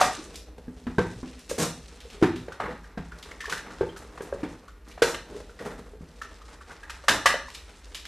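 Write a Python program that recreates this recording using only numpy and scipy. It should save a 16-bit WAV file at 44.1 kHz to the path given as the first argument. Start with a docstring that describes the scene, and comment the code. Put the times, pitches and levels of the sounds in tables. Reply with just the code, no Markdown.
"""On a tiled floor indoors, cardboard boxes are taped shut by hand. Palms thump the hollow carton and the
plastic dispenser rattles, is slammed onto the box and is dropped: each blow rings a set of modes under a noisy
crack. Tape snaps as puffs of noise; ripping tape and rubbing hands are trains of tiny slips that shake carton
and dispenser. Film and sleeves rustle as clumps of short rings. The room answers with dying noise over a low
rumble. A phone flattens the loudest peaks."""
import sys
import numpy as np
from scipy import signal
from scipy.fft import rfft, irfft
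from scipy.io import wavfile
from scipy.ndimage import uniform_filter1d

SR = 44100
rng = np.random.default_rng(int(sys.argv[2]) if len(sys.argv) > 2 else 0)


def inscribe(sig):
    """Save sig as 16-bit PCM at rate SR to the path in sys.argv[1].

    A 1-D sig is mono; a 2-D sig holds one channel per row.
    Samples are clipped to [-1, 1] before scaling.
    """
    pcm = np.round(np.clip(np.atleast_2d(sig).T, -1, 1) * 32767)
    wavfile.write(sys.argv[1], SR, pcm.astype(np.int16))


def elevation(decibels):
    """Turn decibel levels (scalar or array-like) into linear amplitude ratios."""
    levels = np.asarray(decibels, float)
    return 10 ** (levels / 20)


N = 355887   # length in samples
TIME = np.arange(N) / SR   # seconds


def rms_one(x):
    """Scales a sound to an rms of 1."""
    return x / np.sqrt(np.mean(x ** 2) + 1e-20)


def at_hz(points, hz):
    """Reads a curve of (Hz, value) points, with straight lines over log frequency."""
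    points = np.array(points)
    return np.interp(np.log(hz + 1), np.log(points[:, 0]), points[:, 1])


def coloured(x, spectrum):
    """Boosts or cuts each frequency by a curve of (Hz, dB); rms 1."""
    size = x.shape[-1]
    gain = elevation(at_hz(spectrum, np.fft.rfftfreq(size, 1 / SR)))
    return rms_one(irfft(rfft(x) * gain, size))


def ring(x, hz, t60):
    """A resonance: a unit click sets a sine of height 1 ringing, 60 dB down after t60 seconds."""
    r, w = elevation(-60 / (t60 * SR)), 2 * np.pi * hz / SR
    return signal.lfilter([0, np.sin(w)], [1, -2 * r * np.cos(w), r * r], x + 1e-18)


def grains(per_s, spread_db, clump_db):
    """Random clicks of very uneven size, in clumps some 30 ms long; rms 1."""
    slow = signal.lfilter([1], [1, -2 * .997, .997 ** 2], rng.standard_normal(N))
    uneven_db = spread_db * np.minimum(rng.exponential(1, N), 4)
    sizes = elevation(uneven_db + clump_db * np.minimum(rms_one(slow), 2))
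    clicks = rng.choice([-1, 1], N) * (rng.random(N) < per_s / SR)
    return rms_one(sizes * clicks)


def add(out, s, sound):
    """Mixes a sound in at s seconds, cut off at the end of the scene."""
    at = round(s * SR)
    out[at:at + len(sound)] += sound[:max(N - at, 0)]


def under(levels, layers):
    """Each layer follows its own dB column, with straight lines between the rows."""
    s, *levels_db = np.transpose(levels)
    return sum(layer * elevation(np.interp(TIME, s, db, left=-150, right=-150))
               for layer, db in zip(layers, levels_db))


HEAD_T60_S, TAIL_DB = 0.081, -3.5   # dying time of the first crack; start level of the crackle behind it
DENT_DB = 1   # depth of the chance resonances


def burst(size, t60, spectrum):
    """A short crack with chance resonances, then a plainer dying crackle; peak 1."""
    dents = [(hz, DENT_DB * np.tanh(chance))
             for hz, chance in zip(np.geomspace(300, 14000, 40), rng.standard_normal(40))]
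    uneven = np.repeat(elevation(rng.normal(0, 1.93, size // 128)), 128)   # a new level every 3 ms
    crackle = coloured(rng.standard_normal(size) * uneven, spectrum)
    t = TIME[:size]
    head = coloured(crackle, dents) * elevation(-60 * t / HEAD_T60_S)
    puff = head + crackle * elevation(TAIL_DB - 60 * t / t60)
    return puff / np.abs(puff).max()


DETUNE = 0.016   # the grip shifts each mode a little, as a share of its pitch
CHATTER_DB, CHATTER_T60_S = -3.5, 0.19   # after a blow the loose parts touch again


def blows(events, modes, panel_t60, contact_s, crack, crack_t60):
    """The struck panel rings as a tight cluster and drives nearby modes; a crack and chatter join in."""
    out, t = np.zeros(N), TIME[:16384]
    swell = 1 - np.exp(-(t / contact_s) ** 2)   # the contact builds over a few ms
    for s, peak_db, struck_hz, octaves, crack_db in events:
        # the panel's own cluster is weaker for a broad blow
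        panel = [(struck_hz * split, 5.0 - 11 * octaves, panel_t60) for split in (.96, 1, 1.05)]
        hz, level_db, t60 = np.array(modes + panel).T[:, :, None]
        hz = hz * (1 + DETUNE * rng.standard_normal(hz.shape))
        # modes far from the struck pitch get less, those below it less still
        near_db = -6 * np.abs(np.log2(hz / struck_hz)) / max(octaves, .1)
        near_db = near_db - 1.8 * np.maximum(np.log2(struck_hz / hz), 0)
        near_db = np.maximum(near_db, -26.0)   # a little reaches every mode
        phase = rng.normal(0, 0.82, hz.shape)
        # loose panels flutter
        rattle_db = 5.2 * signal.resample(rng.standard_normal((len(hz), 64)), len(t), axis=1)
        height = elevation(level_db + near_db + rattle_db - 60 * t / t60)
        body = swell * np.sum(height * np.sin(2 * np.pi * hz * t + phase), axis=0)
        body = elevation(peak_db) * body / np.abs(body).max()
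        add(out, s, body + elevation(crack_db) * swell * burst(len(t), crack_t60, crack))
        touches_s = np.cumsum(rng.uniform(.006, 0.036, 8))
        for late_s, chance in zip(touches_s, rng.uniform(-1.2, 1, 8)):
            add(out, s + late_s, chance * elevation(CHATTER_DB - 60 * late_s / CHATTER_T60_S) * body)
    return out


# Palms hitting the carton; at 5.02 s the dispenser is slammed onto it. Each row: start in seconds, peak of the
# ringing in dB, pitch struck hardest # in Hz, spread over the modes in octaves, crack level in dB.
CARTON_THUMPS = [(0.177, -32.5, 318, 0.15, -52), (0.259, -39, 400, 0.18, -64),
                 (0.68, -27.5, 238, 0.42, -49), (0.867, -22.5, 245, 0.47, -28),
                 (0.982, -6.5, 412.4, 0.85, -17.5), (1.23, -25, 245, 0.24, -40),
                 (1.512, -19.5, 516, 0.44, -53), (2.05, -40, 470, 0.29, -62),
                 (2.145, -38.5, 417, 0.21, -62), (2.215, -24, 408, 0.45, -32),
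                 (2.2245, -4, 334.6, 0.51, -14.5), (2.482, -26.5, 488, 0.4, -30),
                 (2.677, -30.5, 495, 0.15, -38), (2.708, -29.5, 228, 0.35, -35),
                 (2.974, -23.5, 205, 0.92, -29), (3.479, -34, 433, 0.19, -32.5),
                 (3.809, -12, 469, 0.55, -27.5), (4.174, -35, 440, 1.2, -32),
                 (4.205, -24.5, 446, 0.61, -35), (4.325, -18.5, 527, 0.31, -58),
                 (4.431, -19.5, 292, 0.5, -29), (4.976, -34, 693, 0.33, -35.5), (5.02, -4, 477, 0.43, -21),
                 (5.306, -39, 375, 0.45, -69), (5.345, -32.5, 443, 0.34, -67),
                 (5.934, -36.5, 442, 0.41, -60), (6.008, -31, 167, 0.56, -65)]
# Ways the hollow carton rings. Each row: pitch in Hz, relative level in dB, dying time when struck in
# seconds (to 60 dB down).
CARTON_MODES = [(77.7, 14.5, 0.19), (168.3, -2.5, 0.38), (205, 17.5, 0.025), (245, -4, 0.17),
                (305.7, -1, 0.17), (414.3, 3.5, 0.17), (471.2, 4, 0.11), (595, -11.5, 0.068),
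                (903, -3, 0.22), (1100, 17.5, 0.029), (1592, 17.5, 0.042)]
# Colour of the carton's crack. Each row: frequency in Hz, relative level in dB.
CARTON_CRACK = [(150, -38), (700, 24), (1600, 19), (3000, 8.5), (6000, -2), (13000, -16)]


def carton_thumps():
    """A palm, or the slammed dispenser, sets the hollow box ringing low, with a dense crack of cardboard on
    top."""
    return blows(CARTON_THUMPS, CARTON_MODES, 0.15, 0.0012, CARTON_CRACK, 0.3)


# Harder knocks of the dispenser. Each row: start in seconds, peak of the ringing in dB, pitch struck
# hardest in Hz, spread over the modes in octaves, crack level in dB.
DISPENSER_KNOCKS = [(0.011, -4, 708, 0.66, -12), (2.599, -15.5, 740, 2.8, -36),
                    (3.403, -29, 1740, 0.27, -29.5), (3.439, -32, 1186, 0.18, -38),
                    (3.454, -26, 1750, 0.31, -31), (3.495, -28, 1176, 0.33, -24.5),
                    (3.522, -18, 1540, 0.52, -22.5), (3.572, -29, 1666, 0.35, -30.5),
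                    (5.019, -11.5, 1460, 0.51, -10), (5.142, -23, 3000, 1.5, -26),
                    (5.589, -34, 1850, 0.56, -36), (6.214, -26, 1368, 0.42, -33),
                    (6.895, -29, 1626, 0.58, -29), (7.038, -36, 496, 1.4, -36),
                    (7.0815, -6.5, 1750, 1.56, -6), (7.2565, -3, 1297, 2.9, -7),
                    (7.339, -15.5, 1750, 1.2, -30)]
# Light ticks of its loose parts. Each row: start in seconds, peak of the ringing in dB, pitch struck
# hardest in Hz.
DISPENSER_TICKS = [(2.52, -31, 1450), (2.713, -41.5, 1750), (2.839, -42, 1570), (3.116, -35, 1460),
                   (3.31, -31.5, 2055), (3.705, -36, 1390), (3.89, -41, 3250), (3.961, -34, 1300),
                   (4.678, -38, 1345), (5.493, -42, 1415), (6.415, -40.5, 1130), (6.608, -37.5, 1430),
                   (6.705, -36.5, 1480), (6.83, -34, 1680), (7.48, -34, 1000)]
TICK_OCTAVES, TICK_CRACK_DB = 0.47, -5.5   # spread over the modes; crack against the ringing
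# Ways the hard plastic rings. Each row: pitch in Hz, relative level in dB, dying time when struck in
# seconds (to 60 dB down).
DISPENSER_MODES = [(564, 5, 0.05), (705, 6, 0.026), (924.5, -5.5, 0.084), (1186, 5, 0.038),
                   (1257.5, -1.5, 0.049), (1465, -3.5, 0.07), (1613, -9.5, 0.15), (1750, -5.5, 0.069),
                   (1901, -7.5, 0.094), (2097, -9, 0.089), (2620, -9, 0.01), (3044, -0.5, 0.029),
                   (4080, -13, 0.04)]
# Colour of the dispenser's clatter. Each row: frequency in Hz, relative level in dB.
DISPENSER_CRACK = [(150, -29), (900, -32), (2500, -12.5), (4000, -16.5), (6500, -19.5), (13000, -33.5)]


def dispenser_knocks():
    """Small stiff plastic rings higher and dies sooner than the box."""
    ticks = [(s, db, hz, TICK_OCTAVES, db + TICK_CRACK_DB) for s, db, hz in DISPENSER_TICKS]
    return blows(DISPENSER_KNOCKS + ticks, DISPENSER_MODES, 0.053, 0.0023, DISPENSER_CRACK, 0.2)


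# Sticky tape letting go in single snaps; the last row, at 8.05 s, is a light knock of the dispenser heard as a
# bright puff. Each row: start in seconds, peak in dB, centre pitch in Hz.
TAPE_SNAPS = [(0.343, -38, 3420), (0.357, -28, 4900), (1.392, -40.5, 5700), (2.004, -35, 3250),
              (2.101, -36.5, 3300), (2.359, -35, 3100), (3.184, -41, 4840), (3.227, -32, 3570),
              (3.972, -39.5, 6900), (4.22, -39.5, 7460), (4.8835, -44.5, 5840), (4.913, -39.5, 2620),
              (7.502, -34.5, 3080), (7.548, -27, 3550), (7.946, -25.5, 3300), (8.053, -27.5, 2960)]


def tape_snaps():
    """Each snap is a puff of noise around a broad resonance of the stretched film."""
    out = np.zeros(N)
    for s, peak_db, hz in TAPE_SNAPS:
        film = [(hz / 4, -13), (hz, 0), (hz * 4, -20)]
        add(out, s, elevation(peak_db) * burst(4096, 0.32, film))
    return out


def shaken(slips):
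    """Stick-slip grains shake the carton into a drone and the dispenser into a buzz; rms 1 each."""
    # a held thing is damped, so its modes die sooner than when struck
    drone = sum(elevation(db) * ring(slips, hz, 0.75 * t60) for hz, db, t60 in CARTON_MODES[2:8])
    buzz = sum(elevation(db) * ring(slips, hz, 0.15 * t60) for hz, db, t60 in DISPENSER_MODES[2:11])
    return rms_one(np.gradient(drone)), rms_one(buzz)


RIP_ATTACK_S, RIP_FADE_DB_PER_S = 0.0088, 228


def pull(start_s, held_s):
    """A pull bites quickly, holds, then fades at a steady rate."""
    t = TIME - start_s
    return np.clip(t / RIP_ATTACK_S, 0, 1) * elevation(-RIP_FADE_DB_PER_S * np.clip(t - held_s, 0, 1))


# Tape peeling off the roll, or things skidding over carton and tiles. Each row: start in seconds,
# seconds until it fades, hiss in dB, carton drone in dB, dispenser buzz in dB.
RIPS = [(0.0, 0.007, -27.5, -50, -49), (1.49, 0.013, -35, -41, -50), (1.579, 0.048, -29.5, -27, -38.5),
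        (2.596, 0.066, -62, -43, -38), (3.505, 0.03, -43.5, -47, -43), (5.028, 0.077, -39, -60, -37),
        (5.597, 0.023, -58, -36.5, -51), (5.645, 0.076, -56.5, -40.5, -49.5),
        (7.087, 0.067, -37, -39, -30.5), (7.265, 0.069, -45, -68, -36)]
# Colour of the peeling hiss. Each row: frequency in Hz, relative level in dB.
HISS_COLOUR = [(880, -34), (1800, -3), (3500, -7), (6500, -4), (9260, -6.5), (10300, -15), (12800, -13.5),
               (13500, -31)]


def tape_rips():
    """Peeling tape slips in tiny jerks that hiss and shake what it is stretched between."""
    slips = grains(5400, 1.5, 2.3)
    layers = np.array([coloured(slips, HISS_COLOUR), *shaken(slips)])
    return sum(pull(s, held_s) * (elevation(np.array(levels_db)) @ layers)
               for s, held_s, *levels_db in RIPS)


GRIP_PER_S, GRIP_SWING_DB = 48, 5   # fingers shift their hold at random


def grip():
    """Each shift of the fingers is a quick swell that dies away; a gain around 1."""
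    shifts = (rng.random(N) < GRIP_PER_S / SR) * rng.exponential(1, N)
    r = elevation(-60 / (.2 * SR))   # 60 dB down in 0.2 s
    swell = uniform_filter1d(signal.lfilter([1], [1, -r], shifts), 200)
    return rms_one(elevation(GRIP_SWING_DB * np.minimum(rms_one(swell), 3)))


# Hands sliding and gripping. Each row: time in seconds, carton drone in dB, dispenser buzz in dB.
HANDLING = [(0.0, -46, -24), (0.47, -53, -99), (1.05, -55, -83), (1.95, -54.5, -63), (2.45, -52.5, -57),
            (2.9, -60, -58), (3.75, -54, -54.5), (4.4, -46.5, -61), (4.8, -63, -62.5), (5.3, -49, -71),
            (5.95, -54, -68), (6.35, -61, -62.5), (7.05, -68.5, -54.5), (8.07, -59.5, -65)]


def handling(hold):
    """Skin sticks and slips, harder when the fingers shift, and shakes carton and dispenser."""
    return under(HANDLING, shaken(hold * grains(3000, 2.4, 1.1)))


# Loudness of the rustling film and sleeves. 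Each row: time in seconds, level in dB.
RUSTLE = [(0.0, -42), (0.22, -45.5), (0.5, -77), (0.83, -62), (1.1, -56), (1.85, -54.5), (2.88, -65.5),
          (3.3, -60), (4.45, -60.5), (4.82, -69), (5.4, -57.5), (5.98, -66), (6.2, -59.5), (6.9, -61),
          (7.6, -54.5), (8.07, -58.5)]
# Tone of the rustle. Each row: frequency in Hz, boost or cut in dB.
RUSTLE_COLOUR = [(900, -22), (2500, -9.5), (5000, -5), (9000, -4), (13000, -21)]


def rustle(hold):
    """Crinkles at many pitches, each band clumping in its own time, swelling with the grip."""
    crinkles = sum(rms_one(ring(grains(400, 0.89, 7.5), hz, 2.0 / hz)) / np.sqrt(hz)
                   for hz in np.geomspace(1200, 12500, 10))
    return np.sqrt(hold) * under(RUSTLE, [coloured(crinkles, RUSTLE_COLOUR)])


# How long the echoes last. Each row: frequency in Hz, time to fall 60 dB in seconds.
ROOM_T60 = [(150, 0.52), (500, 0.29), (1500, 0.38), (4000, 0.41), (10000, 0.25)]
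ROOM_DB, FIRST_ECHO_S = -7.5, 0.015   # level of the centre echoes; time over which they build


def room(x):
    """Dense echoes: noise dying band by band, a centre and a side tail."""
    t, tail = TIME[:SR], 0   # one second of echoes
    edges = 100 * 2 ** np.arange(0, 7.6, .5)   # half-octave bands
    white = rng.standard_normal((2, len(t)))
    for low, high in zip(edges, edges[1:]):
        band = signal.sosfilt(signal.butter(2, [low, high], "band", fs=SR, output="sos"), white)
        tail = tail + band * elevation(-60 * t / at_hz(ROOM_T60, np.sqrt(low * high)))
    tail[0] *= 1 - np.exp(-(t / FIRST_ECHO_S) ** 2)
    tail = tail / np.sqrt(np.sum(tail ** 2, axis=1, keepdims=True))
    return signal.fftconvolve(x[None], tail, axes=1)[:, :N]


# Colour of the low rumble. Each row: frequency in Hz, relative level in dB.
RUMBLE_COLOUR = [(13, -41), (31, -6), (45, 8), (62, 10.5), (120, -19.5), (411, -14.5), (667, -34),
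                 (1570, -28), (4000, -43), (8320, -46), (13500, -38.5)]


def rumble():
    """Steady noise, strongest in the bass, drawn separately for centre and side."""
    return elevation(-49.5) * coloured(rng.standard_normal((2, N)), RUMBLE_COLOUR)


WIDE_HZ, WIDE_DB = 3780, -6.5   # only the treble differs between the channels


def scene():
    """All sources share the room; the side signal lives in the treble."""
    hold = grip()
    near = carton_thumps() + dispenser_knocks() + tape_snaps()
    near = near + tape_rips() + handling(hold) + rustle(hold)
    echoes, still = room(near), rumble()
    mid = near + elevation(ROOM_DB) * echoes[0] + still[0]
    wide = signal.cheby2(8, 40, WIDE_HZ, "high", fs=SR, output="sos")
    side_echoes = signal.lfilter([1, -.4], [1], echoes[1])   # thinned in the bass
    side = signal.sosfilt(wide, elevation(WIDE_DB) * (side_echoes + still[1]))
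    return np.array([mid + side, mid - side])


def band_limit(x):
    """A steep low-pass at the top of the band."""
    return signal.sosfilt(signal.butter(12, 13650, fs=SR, output="sos"), x)


CUTOFF_HZ, TOP = 14100, .56   # treble is gone above this; ceiling that the peaks bend toward


def record(dry):
    """A phone flattens the loudest peaks smoothly, then the top of the treble is cut."""
    flattened = dry / (1 + (dry / TOP) ** 4) ** (1 / 4)
    cut = signal.cheby2(10, 45, CUTOFF_HZ, fs=SR, output="sos")
    return band_limit(signal.sosfilt(cut, flattened))


dry = scene()
out = record(dry)
inscribe(out)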